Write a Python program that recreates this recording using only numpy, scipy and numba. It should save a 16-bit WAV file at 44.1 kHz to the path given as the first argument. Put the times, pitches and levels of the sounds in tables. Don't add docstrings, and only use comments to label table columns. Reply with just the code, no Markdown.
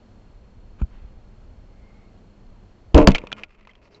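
import sys
import numpy as np
from scipy import signal
from scipy.fft import rfft, irfft
from scipy.io import wavfile
from scipy.ndimage import uniform_filter1d
from numba import njit

SR = 44100
rng = np.random.default_rng(int(sys.argv[2]) if len(sys.argv) > 2 else 0)


def materialize(psi):
    bounded = np.clip(np.atleast_2d(psi).T, -1, 1)
    quanta = np.round(bounded * 32767).astype(np.int16)
    wavfile.write(sys.argv[1], SR, quanta)


N = 176400

# frequency in Hz, relative level in dB.
HUSH_COLOUR = [(59, -22.5), (100, 2), (139, -12.5), (203, -4.5), (281, -12.5), (442, -16), (511, -16.5),
               (658, -18.5), (1660, -30), (1780, -31.5), (3070, -34.5), (3750, -39), (4410, -38),
               (4660, -40.5), (7600, -45.5), (9880, -82), (16700, -120)]
# time in seconds, level in dB.
WIND_LEVELS = [(0, -53.5), (.25, -49.5), (.5, -44), (.75, -46), (1.0, -42.5), (1.3, -42.5), (1.65, -46.5),
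               (1.9, -46.5), (2.2, -51), (2.5, -47.5), (2.8, -49), (2.93, -41.5), (3.18, -24),
               (3.33, -35.5), (3.55, -40), (3.99, -48.5)]
# frequency in Hz, relative level in dB.
WIND_RUMBLE_COLOUR = [(10, -13), (28, 4), (55, -3.5), (100, -15.5), (160, -23), (400, -49.5), (2000, -80)]

# frequency in Hz, relative level in dB, t60 in seconds.
BALL_MODES = [(135, 5, 0.075), (199, 2, 0.08), (328, -14, 0.077)]
# frequency in Hz, relative level in dB.
BOOT_COLOUR = [(100, -23), (400, 0), (900, -1.5), (1450, 4.5), (1900, -19), (2400, -4), (3500, -16.5),
               (5500, -31), (7000, -20), (8000, -49.5)]
# frequency in Hz, relative level in dB.
KICK_ECHO_COLOUR = [(200, -5), (1200, 7), (3200, 0), (4500, -13), (8000, -28)]

# frequency in Hz, relative level in dB, t60 in seconds.
SHELL_MODES = [(1420, -6.5, 0.18), (1770, -8, 0.02), (2168, 3.5, .08), (2430, -1, .08), (2550, -3.5, .06),
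               (2630, -6, .06), (3010, -3, .05), (4430, -11, .04)]
# time in seconds, level in dB.
STRAIN_LEVELS = [(2.88, -110), (2.92, -59), (2.941, -68.5), (2.95, -3.5), (2.985, 10), (3.025, -5.5),
                 (3.06, -11), (3.11, -15), (3.135, -24), (3.2, -29), (3.3, -36.5), (3.42, -35.5),
                 (3.48, -52), (3.99, -46.5)]
# start in seconds, length in seconds, pitch in Hz, level in dB.
NET_HUMS = [(3.23, 0.23, 205, -35.5), (3.55, 0.2, 205, -50), (3.823, 0.53, 414.5, -46)]
# time in seconds, level in dB.
SLIDE_LEVELS = [(2.9, -110), (2.94, -70.5), (2.948, -22), (2.978, -9), (3.0, -15.5), (3.045, -21.5),
                (3.06, -65), (3.068, -22), (3.1, -17.5), (3.135, -31.5), (3.145, -22), (3.17, -28.5),
                (3.205, -42), (3.29, -43), (3.35, -49.5), (3.44, -39.5), (3.47, -59.5), (3.99, -65)]
# start and length in seconds, scratch and hiss levels in dB.
CORD_RUBS = [(3.358, .065, -35, -53), (3.478, 0.094, -50, -66.5), (3.572, 0.087, -51.5, -72.5),
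             (3.681, 0.04, -48, -65), (3.734, 0.061, -58, -72), (3.81, 0.086, -52.5, -59),
             (3.899, 0.096, -54, -57)]
# frequency in Hz, relative level in dB.
SCRATCH_COLOUR = [(150, -10), (600, -4.5), (1200, 5), (1600, -0.5), (2000, 1.5), (2650, 3.5), (3300, -8.5),
                  (4500, -16.5), (6000, -20.5), (7500, -23), (9000, -33.5)]
# frequency in Hz, relative level in dB.
RUB_HISS_COLOUR = [(1000, -24.5), (3300, -12), (4400, 3), (5500, -1.5), (8000, -19.5)]
# start in seconds, level in dB, rise and decay in seconds,
# ring pitch in Hz, ring level in dB relative to the snap.
CORD_SNAPS = [(3.1168, -6, 0.00094, .0025, 2685, -8.5), (3.147, -0.5, 0.0025, 0.0036, 3098, -10),
              (3.156, -10, 0.0007, 0.0052, 2300, 5.5), (3.1817, -11.5, 0.00072, 0.0032, 2720, 2),
              (3.2165, -39, 0.00062, 0.0029, 2200, 12.5), (3.2703, -20, .0005, 0.0024, 2500, 2.5),
              (3.3176, -12.5, 0.00015, 0.003, 1364, -3), (3.326, -9, 0.0023, 0.0016, 3310, -1.5),
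              (3.4344, -19, 0.00063, 0.004, 2400, 4.5), (3.609, -45, .001, .004, 2024, 5),
              (3.65, -45, 0.0011, .004, 2140, 5), (3.6721, -34, 0.00032, 0.0044, 1064, 3.5),
              (3.692, -48.5, .003, .004, 2010, 14.5), (3.71, -51.5, 0.0028, 0.0039, 3060, 10),
              (3.734, -44, .0005, .002, 2460, -7), (3.7528, -39.5, 0.00046, .003, 3380, -2),
              (3.946, -49, .001, 0.0054, 3960, 11.5)]
# frequency in Hz, relative level in dB.
TICK_COLOUR = [(150, -6.5), (600, -6), (1400, -3.5), (1800, -7), (2400, 2.5), (3300, -4.5), (4100, -10),
               (4700, -12.5), (5800, -16), (7500, -25.5), (9000, -31.5)]

# start in seconds, pitch in Hz, length in seconds, level in dB.
AIR_PUSHES = [(0.812, 54, 0.04, -12.5), (2.9455, 61, .028, 16.5), (2.978, 68, 0.034, 6.5),
              (3.005, 21, .055, 7.5), (3.077, 42, 0.024, 14), (3.088, 12, .075, 4)]
# frequency in Hz, relative level in dB, t60 in seconds.
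BALL_MOUNT_MODES = [(190, -14, .2), (292, 0, 0.26), (324.6, -5.5, .18), (351.6, -6.5, 0.11),
                    (453.4, -7.5, 0.35), (532.2, -13, .3), (613, -7, 0.28), (724, -17.5, 0.13),
                    (873, -22, 0.2), (1009, -20, .19), (1255, -30, 0.1)]
# frequency in Hz, relative level in dB, t60 in seconds.
MOUNT_STOP_MODES = [(136.3, -2.5, 0.11), (194.4, 1.5, 0.099), (263.5, -4, 0.1), (410, -24.5, 0.033),
                    (495, -18, 0.12), (685, -29, 0.21), (1040, -12.5, .04)]
# start in seconds, gain in dB.
MOUNT_KNOCKS = [(3.076, 19), (3.2366, -33.5)]
# start in seconds, crack level in dB, crack decay in seconds,
# dull body level in dB, body decay in seconds.
HOUSING_BLOWS = [(2.9455, -10.5, 0.0027, -2, 0.0052), (2.965, -17.5, 0.0035, -8, 0.0055),
                 (2.978, 0.5, 0.0024, 0, 0.012), (3.025, -24, .003, -7, .008),
                 (3.0728, 16.5, .0026, 12.5, 0.007), (3.0834, 3.5, 0.003, -1, .008),
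                 (3.106, -7, 0.0014, -10.5, .005), (3.235, -52, .003, -11.5, 0.0028)]
# frequency in Hz, relative level in dB.
BLOW_CRACK_COLOUR = [(200, -4.5), (1000, 4.5), (2000, -2), (2900, 5.5), (3700, -5.5), (4500, -1.5),
                     (5400, -12), (6200, -6), (7200, -12), (8200, -30)]
# frequency in Hz, relative level in dB.
DULL_COLOUR = [(30, -6), (110, 1), (170, -3), (300, 0), (620, -2), (790, -12), (960, -6.5), (1400, -23.5),
               (3000, -40.5), (8000, -58)]


def undb(db):
    return 10 ** (np.asarray(db) / 20)


def unit(x):
    return x / (np.std(x) + 1e-12)


def since(start):
    return np.maximum(np.arange(N) / SR - start, 0)


def curve(rows):
    times, db = np.array(rows).T
    return undb(np.interp(since(0), times, db))


def swell(start, length):
    return np.sin(np.pi * np.minimum(since(start) / length, 1))


def burst(start, rise, decay):
    return np.minimum(since(start) / rise, 1) * np.exp(-since(start + rise) / decay)


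def colour(x, points):
    hz, db = np.array(points).T
    bin_hz = np.arange(N + 1) * SR / (2 * N)
    gain = undb(np.interp(np.log(bin_hz + 1), np.log(hz), db))
    cepstrum = irfft(np.log(gain / np.sqrt(np.mean(gain ** 2))))
    cepstrum[1:N] *= 2
    cepstrum[N + 1:] = 0
    return irfft(rfft(x, 2 * N) * np.exp(rfft(cepstrum)))[:N]


def noise():
    return rng.standard_normal(N)


def drift(rate_hz):
    window = int(SR / rate_hz)
    return unit(uniform_filter1d(uniform_filter1d(noise(), window), window))


def wavering_tone(hz, width_hz):
    pitch_hz = hz + width_hz / 2 * drift(2 * width_hz)
    return np.sqrt(2) * np.sin(2 * np.pi * np.cumsum(pitch_hz) / SR)


def ring(start, modes):
    t = since(start)
    return sum(undb(db - 60 * t / t60) * np.sin(2 * np.pi * hz * t) for hz, db, t60 in modes)


def field_hush(level_db=-52.5, flicker_db=0.4):
    return colour(noise(), HUSH_COLOUR) * undb(level_db + flicker_db * drift(rate_hz=2.6))


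def wind(gust_db=2):
    rumble = colour(noise(), WIND_RUMBLE_COLOUR) * curve(WIND_LEVELS)
    return rumble * undb(gust_db * drift(rate_hz=12))


def far_bird(hz=2120, width_hz=150, level_db=-67.5):
    blur = signal.butter(2, [hz - width_hz / 2, hz + width_hz / 2], "bandpass", fs=SR, output="sos")
    whistle = unit(signal.sosfilt(blur, noise()))
    return undb(level_db) * whistle * swell(start=1.62, length=0.58) ** 2


def camera_whine(pulse_hz=31.2, level_db=-76):
    pulse = (1 + np.cos(2 * np.pi * pulse_hz * since(0))) / 2
    return undb(level_db) * pulse * wavering_tone(hz=4280, width_hz=25)


def far_kick(kick_s=0.816, scuff_db=-51, slap_db=-39.5, ball_db=-24.5, echo_db=-61):
    scuff = undb(scuff_db) * swell(start=0.784, length=0.035)
    slap = undb(slap_db) * burst(kick_s - 0.001, rise=0.0015, decay=0.0057)
    echo = colour(noise(), KICK_ECHO_COLOUR) * burst(start=0.885, rise=0.056, decay=0.13)
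    boot = colour(noise() * (scuff + slap), BOOT_COLOUR)
    return boot + undb(ball_db) * ring(kick_s, BALL_MODES) + undb(echo_db) * echo


def housing_ring(force, gain_db=-14.5):
    response = ring(0, SHELL_MODES)
    response /= np.sqrt(np.sum(response ** 2))
    return undb(gain_db) * signal.fftconvolve(force, response)[:N]


def straining_net(slips_per_s=3300, slip_spread_db=5.5):
    jerks = (rng.random(N) < slips_per_s / SR) * np.sign(noise())
    strength = undb(slip_spread_db * np.minimum(rng.exponential(size=N), 4))
    rubbing = sum(undb(db) * swell(start, length) for start, length, db, _ in CORD_RUBS)
    friction = unit(jerks * strength) * (curve(SLIDE_LEVELS) + rubbing)
    scratch = colour(friction, SCRATCH_COLOUR) + housing_ring(friction)
    hiss = noise() * sum(undb(db) * swell(start, length) for start, length, _, db in CORD_RUBS)
    hums = sum(undb(db) * swell(start, length) * wavering_tone(hz, width_hz=13)
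               for start, length, hz, db in NET_HUMS)
    rumble = colour(noise() * curve(STRAIN_LEVELS), DULL_COLOUR)
    return scratch + colour(hiss, RUB_HISS_COLOUR) + rumble + hums


def cord_snaps():
    grit = noise()
    force, rings = 0, 0
    for start, db, rise, decay, hz, ring_db in CORD_SNAPS:
        envelope = undb(db) * burst(start, rise, decay)
        force += envelope * grit
        rings += undb(ring_db) * envelope * wavering_tone(hz, width_hz=260)
    return colour(force, TICK_COLOUR) + housing_ring(force) + rings


def air_thumps():
    return sum(-undb(db) * swell(start, length) * np.sin(2 * np.pi * hz * since(start))
               for start, hz, length, db in AIR_PUSHES)


def ball_shudder(strike_s=2.944, rise_s=0.017, hold_s=0.036, gain_db=9.5, pitch_wobble=0.023):
    t = since(strike_s)
    fading_s = since(strike_s + rise_s + hold_s)
    modes = 0
    for hz, db, t60 in BALL_MOUNT_MODES:
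        wobble_s = np.cumsum(pitch_wobble * drift(rate_hz=90) * (t > 0)) / SR
        modes += undb(db - 60 * fading_s / t60) * np.sin(2 * np.pi * hz * (t + wobble_s))
    return undb(gain_db) * np.minimum(t / rise_s, 1) * modes


def mount_knocks():
    return sum(undb(db) * ring(start, MOUNT_STOP_MODES) for start, db in MOUNT_KNOCKS)


def housing_blows(body_lag_s=0.0012):
    crack, body = 0, 0
    for start, crack_db, crack_decay, body_db, body_decay in HOUSING_BLOWS:
        crack += undb(crack_db) * burst(start, rise=0.00013, decay=crack_decay)
        body += undb(body_db) * burst(start + body_lag_s, rise=0.0027, decay=body_decay)
    return colour(noise() * crack, BLOW_CRACK_COLOUR) + colour(noise() * body, DULL_COLOUR)


def scene():
    shot = air_thumps() + far_kick() + ball_shudder() + housing_blows() + mount_knocks()
    net = straining_net() + cord_snaps()
    background = field_hush() + wind() + far_bird() + camera_whine()
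    return (shot + net + background)[None]


@njit
def follow(x, attack_s, release_s):
    attack, release = 1 / (attack_s * SR), 1 / (release_s * SR)
    levels, level = np.empty(len(x)), 1e-9
    for i in range(len(x)):
        level += (abs(x[i]) - level) * (attack if abs(x[i]) > level else release)
        levels[i] = level
    return levels


def record(dry):
    threshold_db, max_duck_db = 2, 16.5
    input_clip, input_band_hz, output_band_hz = 0.92, 7700, 15700
    overload = 1.0 * (np.abs(dry[0]) > undb(threshold_db))
    ducked = dry * undb(-max_duck_db * follow(overload, attack_s=0.003, release_s=1.9))
    input_lowpass = signal.ellip(8, 0.2, 60, input_band_hz, fs=SR, output="sos")
    output_lowpass = signal.ellip(8, 0.2, 70, output_band_hz, fs=SR, output="sos")
    dulled = signal.sosfilt(input_lowpass, np.clip(ducked, -input_clip, input_clip))
    return signal.sosfilt(output_lowpass, np.clip(dulled, -1, 1))


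dry = scene()
out = record(dry)
materialize(out)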